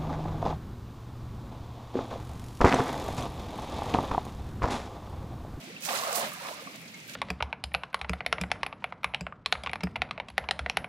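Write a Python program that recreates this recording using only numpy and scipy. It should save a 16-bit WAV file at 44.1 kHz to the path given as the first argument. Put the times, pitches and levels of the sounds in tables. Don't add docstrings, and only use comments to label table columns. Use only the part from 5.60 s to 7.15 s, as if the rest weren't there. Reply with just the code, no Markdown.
import sys
import numpy as np
from scipy import signal
from scipy.fft import rfft, irfft
from scipy.io import wavfile

SR = 44100
rng = np.random.default_rng(int(sys.argv[2]) if len(sys.argv) > 2 else 0)


def boost_factor(decibels):
    exponent = np.asarray(decibels, float) / 20
    return 10 ** exponent


def store_wav(level_fs):
    pcm = np.round(np.clip(np.atleast_2d(level_fs), -1, 1) * 32767)
    wavfile.write(sys.argv[1], SR, pcm.T.astype(np.int16))


N = 68355
LEFT_LAG_S = 0.00023


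def in_time(rows):
    s, *columns = np.transpose(rows)
    return [np.interp(np.arange(N) / SR, s, column) for column in columns]


def at_hz(points, hz):
    table_hz, value = np.array(points).T
    return np.interp(np.log(np.maximum(hz, 1)), np.log(table_hz), value)


def rms_one(x):
    return x / np.sqrt(np.mean(x ** 2) + 1e-20)


def drift(rate):
    r = np.exp(-2 * np.pi * rate / SR)
    wander = signal.lfilter([1], [1, -2 * r, r * r], rng.standard_normal(N + SR))
    return rms_one(wander[SR:])


def coloured(x, spectrum):
    weight = boost_factor(at_hz(spectrum, np.fft.rfftfreq(N, 1 / SR)))
    return rms_one(irfft(rfft(x) * weight, N))


def brightened(x, db_per_octave, pivot_hz):
    hz = np.fft.rfftfreq(N, 1 / SR)
    octave, spectrum = np.log2(np.maximum(hz, 1) / pivot_hz), rfft(x)
    centres = [-1.5, -.5, .5, 1.5]
    out = 0
    for centre, corner in zip(centres, np.eye(4)):
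        part = irfft(spectrum * np.interp(octave, centres, corner), N)
        out = out + boost_factor(centre * db_per_octave) * part
    return out


# frequency in Hz, left-right correlation (0 to 1).
PORT_LIKENESS = [(60, 0.8), (300, 1), (700, 0.66), (1400, 0.099), (3000, 0.19), (15000, 0.047)]


def noise(spectrum, patchy_db, rate):
    out, together = 0, drift(rate * 2)
    edges = 30 * 2 ** np.arange(0, 9.6, .5)
    white = rng.standard_normal((2, 2, N))
    for k, (low, high) in enumerate(zip(edges, np.minimum(edges[1:], .45 * SR))):
        band = signal.butter(2, [low, high], "band", fs=SR, output="sos")
        mid, side = signal.sosfilt(band, white[k % 2])
        alike = np.clip(at_hz(PORT_LIKENESS, np.sqrt(low * high)), 0, 1)
        stereo = np.sqrt(1 + alike) * mid + np.sqrt(1 - alike) * side * [[1], [-1]]
        flicker = boost_factor(patchy_db * (0.68 * together + drift(rate)))
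        out = out + flicker * stereo
    return coloured(out, spectrum)


def grains(per_s, low_hz, high_hz, cycles, spread_db, spectrum, count=24):
    size = boost_factor(spread_db * np.minimum(rng.exponential(1, N), 4)) * rng.choice([-1, 1], N)
    born = size * (rng.random(N) < per_s * boost_factor(2 * drift(60)) / SR)
    dealt = rng.integers(0, count, N)
    lags = rng.integers(-7, 8, count)
    out = np.zeros((2, N))
    for k, hz in enumerate(np.geomspace(low_hz, high_hz, count)):
        r, w = boost_factor(-60 * hz / (cycles * SR)), 2 * np.pi * hz / SR
        clicks = born * (dealt == k) + 1e-18
        rung = signal.lfilter([1, 0, -1], [1, -2 * r * np.cos(w), r * r], clicks)
        out += np.sqrt(hz) * np.array([np.roll(rung, lags[k]), rung])
    return coloured(out / np.sqrt(high_hz), spectrum)


def bubbles(rows, cycles, rise, attack_cycles):
    out = np.zeros(N + SR)
    for s, db, hz in rows:
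        turns = np.arange(int(cycles * SR / hz)) * hz / SR
        shape = (1 - np.exp(-turns / attack_cycles)) * boost_factor(-60 * turns / cycles)
        ring = shape / shape.max() * np.sin(2 * np.pi * turns * (1 + rise * turns))
        i = int(s * SR)
        out[i:i + len(turns)] += boost_factor(db) * ring
    return out[:N]


# frequency in Hz, spectral level in dB per Hz.
AIR_COLOUR = [(30, -100), (90, -10), (190, 5), (330, -6), (850, -12), (1600, -13.5), (2250, -5),
              (4500, -15.5), (16500, -37.5)]
# frequency in Hz, left minus right in dB before the ports.
AIR_LEAN = [(300, 0), (1200, 2), (2250, 10.5), (3200, 0), (4700, 0), (9000, 13)]


def air():
    left_db = at_hz(AIR_LEAN, np.fft.rfftfreq(N, 1 / SR))
    lean = boost_factor(np.outer([.5, -.5], left_db))
    return boost_factor(-48.5) * irfft(rfft(noise(AIR_COLOUR, patchy_db=1.4, rate=11.4)) * lean, N)


# start in seconds, peak level in dB, pitch in Hz.
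LEG_GULPS = [
    (.03, -43.5, 209),
    (.075, -44.5, 293),
    (.1, -44.5, 405),
    (.64, -43.5, 185.4),
    (1.08, -50, 221),
]


def gulps():
    return bubbles(LEG_GULPS, cycles=33.0, rise=0.0234, attack_cycles=0.59)


# start in seconds, level in dB, centre frequency in Hz, decay in seconds.
DROPLET_TICKS = [(.207, -51, 12000, .008), (.223, -43, 6100, .006), (.251, -33.5, 7000, .003),
                 (0.287, -31, 3000, .003), (.356, -34, 5000, 0.0038), (.372, -32, 4800, 0.0039),
                 (0.388, -34, 5400, 0.0045), (.529, -27, 6460, .0015), (.5555, -28.5, 12900, .002),
                 (0.557, -31, 6000, 0.0057), (.576, -50, 3700, 0.0027), (.595, -36, 8900, .006),
                 (.735, -44.5, 11000, .003), (.866, -50, 6000, 0.0051), (0.909, -49, 9500, .003),
                 (1.041, -55, 6500, .004), (1.158, -53, 14000, 0.0026), (1.159, -46.5, 6800, 0.0027),
                 (1.215, -45.5, 12500, 0.0016), (1.278, -50.5, 4460, 0.012), (1.343, -52, 4940, 0.0065),
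                 (1.401, -52, 6000, 0.0055), (1.477, -44.5, 12500, 0.0017), (1.496, -43, 4940, .003),
                 (1.496, -51, 8000, 0.0027), (1.536, -45, 4400, 0.0053)]


def ticks():
    out, t = np.zeros((2, N + SR)), np.arange(1200) / SR
    for s, db, hz, decay in DROPLET_TICKS:
        band = signal.butter(2, [hz / 1.4, min(hz * 1.4, .45 * SR)], "band", fs=SR, output="sos")
        burst = rms_one(signal.sosfilt(band, rng.standard_normal((2, len(t)))))
        i = int(s * SR)
        out[:, i:i + len(t)] += boost_factor(db) * burst * np.exp(-t / decay)
    return out[:, :N]


# start in seconds, peak level in dB, pitch in Hz.
BRIGHT_DROPS = [
    (.164, -36.5, 2660),
    (.232, -35, 2530),
    (1.407, -52, 2520),
    (1.484, -44, 1580),
    (1.3, -50, 2540),
    (1.484, -59, 2340),
]
# start in seconds, peak level in dB, pitch in Hz.
RINGING_DROP = [
    (1.339, -43, 2150),
]


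def drops():
    ringing = bubbles(RINGING_DROP, cycles=230, rise=.0001, attack_cycles=6)
    centred = np.array([np.roll(ringing, -int(LEFT_LAG_S * SR)), ringing])
    return centred + bubbles(BRIGHT_DROPS, cycles=84.0, rise=0.00023, attack_cycles=7.3)


# start in seconds, level in dB, decay in seconds.
RIM_SLAPS = [
    (0.287, -30.5, 0.02),
    (0.354, -34.5, 0.012),
    (0.576, -36, 0.022),
    (0.626, -36.5, 0.043),
    (.849, -57, 0.0072),
    (0.883, -33.5, 0.0074),
    (1.151, -43, 0.0067),
    (1.275, -55, 0.045),
    (1.492, -39.5, 0.0091),
    (1.532, -50.5, 0.017),
]


def slaps():
    t = np.arange(N) / SR
    level = 0
    for s, db, decay in RIM_SLAPS:
        onset = np.clip((t - s) / 0.0024, 0, 1)
        level = level + boost_factor(db) * onset * np.exp(-np.maximum(t - s, 0) / decay)
    colour = [(700, -25), (1600, -2), (2500, -1), (4500, -9), (9000, -30)]
    return level * noise(colour, patchy_db=1.2, rate=40.0)


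# time in seconds, level in dB, brightness in dB per octave.
SPRAY_COURSE = [(0, -53.5, 0), (.2, -58.5, -2), (.225, -44.5, 3), (.255, -36.5, 2.5), (.28, -39, 1.8),
                (.36, -36.5, 1), (.41, -38, 3), (.49, -41, 0.8), (.546, -38, 2.5), (.556, -33, 4.5),
                (.605, -35.5, 4.5), (.63, -39.5, -1), (.71, -46.5, 2.5), (.8, -49, -0.5),
                (.885, -47.5, 0.5), (.99, -52, -1.5), (1.2, -57.5, 2.5), (1.47, -57, -1), (1.485, -51.5, 2),
                (1.55, -48, -0.5)]
# frequency in Hz, spectral level in dB per Hz.
SPRAY_SPECTRUM = [(900, -17), (1400, -4), (2500, -2), (3100, -4), (4000, -2.5), (7500, -10.5), (12000, -15),
                  (16500, -20)]


def spray():
    level_db, tilt = in_time(SPRAY_COURSE)
    hiss = boost_factor(0.5) * noise(SPRAY_SPECTRUM, patchy_db=1.5, rate=19.0)
    fizz = boost_factor(-4.5) * grains(5000, 1250, 12800, cycles=3.6, spread_db=7.8, spectrum=SPRAY_SPECTRUM)
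    return boost_factor(level_db) * brightened(hiss + fizz, tilt, pivot_hz=6660)


# time in seconds, level in dB, brightness in dB per octave.
PLUNGE_COURSE = [(0, -50, -4), (.2, -60, 2), (.281, -36.5, 6), (.285, -30, -4.5), (.34, -31.5, 4.5),
                 (.4, -34.5, 2), (.45, -31, 4), (.5, -28, 4), (.545, -36, 9), (.56, -29, 2),
                 (.642, -28.5, -0.5), (.69, -48, 13.5), (.78, -48, 11.5), (.86, -34, 3.5), (.92, -41.5, 0),
                 (.95, -48, 10), (1.15, -50.5, -1), (1.22, -70, 0)]
# frequency in Hz, spectral level in dB per Hz.
PLUNGE_SPECTRUM = [(130, -42), (220, -10.5), (341, -23), (384, -14), (686, -6), (835, -8.5), (1110, -9),
                   (1540, -17.5), (3000, -25), (3900, -66), (6600, -120)]


def plunge():
    level_db, tilt = in_time(PLUNGE_COURSE)
    wash = boost_factor(-8) * noise(PLUNGE_SPECTRUM, patchy_db=-2.0, rate=36.0)
    crowd = boost_factor(-15) * grains(500, 356, 2360, cycles=24, spread_db=3.6, spectrum=PLUNGE_SPECTRUM)
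    return boost_factor(level_db) * brightened(wash + crowd, tilt, pivot_hz=796)


# start in seconds, peak level in dB, pitch in Hz.
FLIGHT_PLOPS = [
    (0, -49, 645),
    (.027, -54, 544),
    (.04, -47, 674),
    (.22, -48, 536),
    (.26, -44.5, 616),
    (0.523, -34, 483),
    (.588, -35.5, 573),
]
# start in seconds,
# peak level in dB, pitch in Hz.
SINGLE_PLOPS = [(0.281, -33, 784), (0.288, -34, 1170), (0.303, -40.5, 530), (0.304, -36.5, 717),
                (0.307, -32, 1050), (0.32, -35.5, 733), (0.329, -33, 1132), (0.332, -33.5, 548),
                (0.335, -39, 728), (0.342, -42.5, 390), (0.347, -36, 1313), (0.349, -35, 874),
                (0.36, -36, 1424), (0.364, -42, 1050), (0.364, -37.5, 680), (0.371, -40, 904),
                (0.384, -36.5, 1096), (0.39, -38, 650), (0.395, -45, 426), (0.396, -39.5, 1220),
                (0.397, -37, 1010), (0.407, -40, 710), (0.42, -34.5, 1073), (0.424, -39, 488),
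                (0.434, -31, 1112), (0.446, -33.5, 686), (0.456, -42, 1100), (0.469, -34.5, 1246),
                (0.47, -29.5, 654), (0.482, -28.5, 575), (0.492, -43, 1220), (0.493, -39, 1020),
                (0.498, -32, 554), (0.505, -35, 777), (0.513, -41, 1267), (0.522, -38.5, 1302),
                (0.532, -38, 1127), (0.532, -33, 691), (0.548, -49, 1135), (0.551, -29.5, 708),
                (0.564, -35, 1123), (0.577, -25.5, 687), (0.581, -46, 1210), (0.596, -35.5, 670),
                (0.601, -38.5, 1220), (0.61, -35, 1025), (0.612, -40, 1600), (0.621, -34.5, 695),
                (0.624, -42, 1550), (0.63, -39, 913), (0.632, -31, 552), (0.634, -37.5, 1237),
                (0.663, -33.5, 607), (0.668, -46, 950), (0.675, -49, 1270), (0.678, -41.5, 603),
                (0.683, -49, 1090),
                (0.698, -57, 1330), (0.703, -51, 655), (0.718, -42, 1177), (0.736, -43, 1216),
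                  (0.764, -50, 1000), (0.774, -45.5, 740), (0.797, -47, 1324), (0.806, -52, 1270),
                  (0.809, -41, 936), (0.816, -41, 539), (0.827, -47, 495), (0.829, -49.5, 714),
                  (0.844, -47, 693), (0.849, -41.5, 1164), (0.856, -41.5, 1030), (0.862, -47, 742),
                  (0.862, -42.5, 538), (0.871, -47, 780), (0.88, -44, 477), (0.884, -40.5, 1240),
                  (0.886, -51, 684), (0.888, -43.5, 940), (0.905, -40, 602), (0.916, -41, 815),
                  (0.936, -48.5, 1040), (0.955, -47.5, 915), (0.963, -49, 733), (0.984, -45, 610),
                  (0.994, -44.5, 1195), (1.007, -45, 454), (1.019, -41, 527), (1.066, -47.5, 700),
                  (1.072, -39.5, 1124), (1.144, -47.5, 640)]
# start in seconds, peak level in dB, pitch in Hz.
CLIMBING_PLOP = [
    (.907, -39, 570),
]


def plops():
    rows = []
    for s, db, hz in FLIGHT_PLOPS + SINGLE_PLOPS:
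        rows.append((s, db + 6.0 * np.log2(hz / 650), hz))
    steady = boost_factor(-1) * bubbles(rows, cycles=38, rise=0.0012, attack_cycles=2.5)
    return steady + bubbles(CLIMBING_PLOP, cycles=62, rise=.024, attack_cycles=4)


def bank_echoes(water):
    echoes = np.zeros((2, N))
    for k, delay_s in enumerate([.031, 0.051, 0.07]):
        late = np.pad(water[::(-1) ** k], ((0, 0), (int(delay_s * SR), 0)))
        echoes += late[:, :N]
    return boost_factor(-16.5) * signal.lfilter([.4], [1, -.6], echoes)


def scene():
    water = gulps() + ticks() + drops() + slaps() + spray() + plunge() + plops()
    return air() + bank_echoes(water) + water


def low_pass(x):
    return signal.sosfilt(signal.butter(12, 16660, fs=SR, output="sos"), x)


# frequency in Hz, left minus right in dB.
PORT_SHADE = [(60, -1.5), (130, -2.5), (290, -3.5), (640, -3), (1410, -3.5), (3100, -2), (4700, -6.5),
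              (6820, -13), (15000, -13.5)]


def record(dry):
    size = N + 64
    hz = np.fft.rfftfreq(size, 1 / SR)
    half = boost_factor(at_hz(PORT_SHADE, hz) / 2)
    left = half * np.exp(-2j * np.pi * hz * LEFT_LAG_S)
    top_cut = 1 + (hz / 15900) ** 200
    ports = np.array([left, 1 / half]) / top_cut
    heard = irfft(rfft(dry, size) * ports, size)[:, :N]
    return low_pass(heard)


dry = scene()
out = record(dry)
store_wav(out)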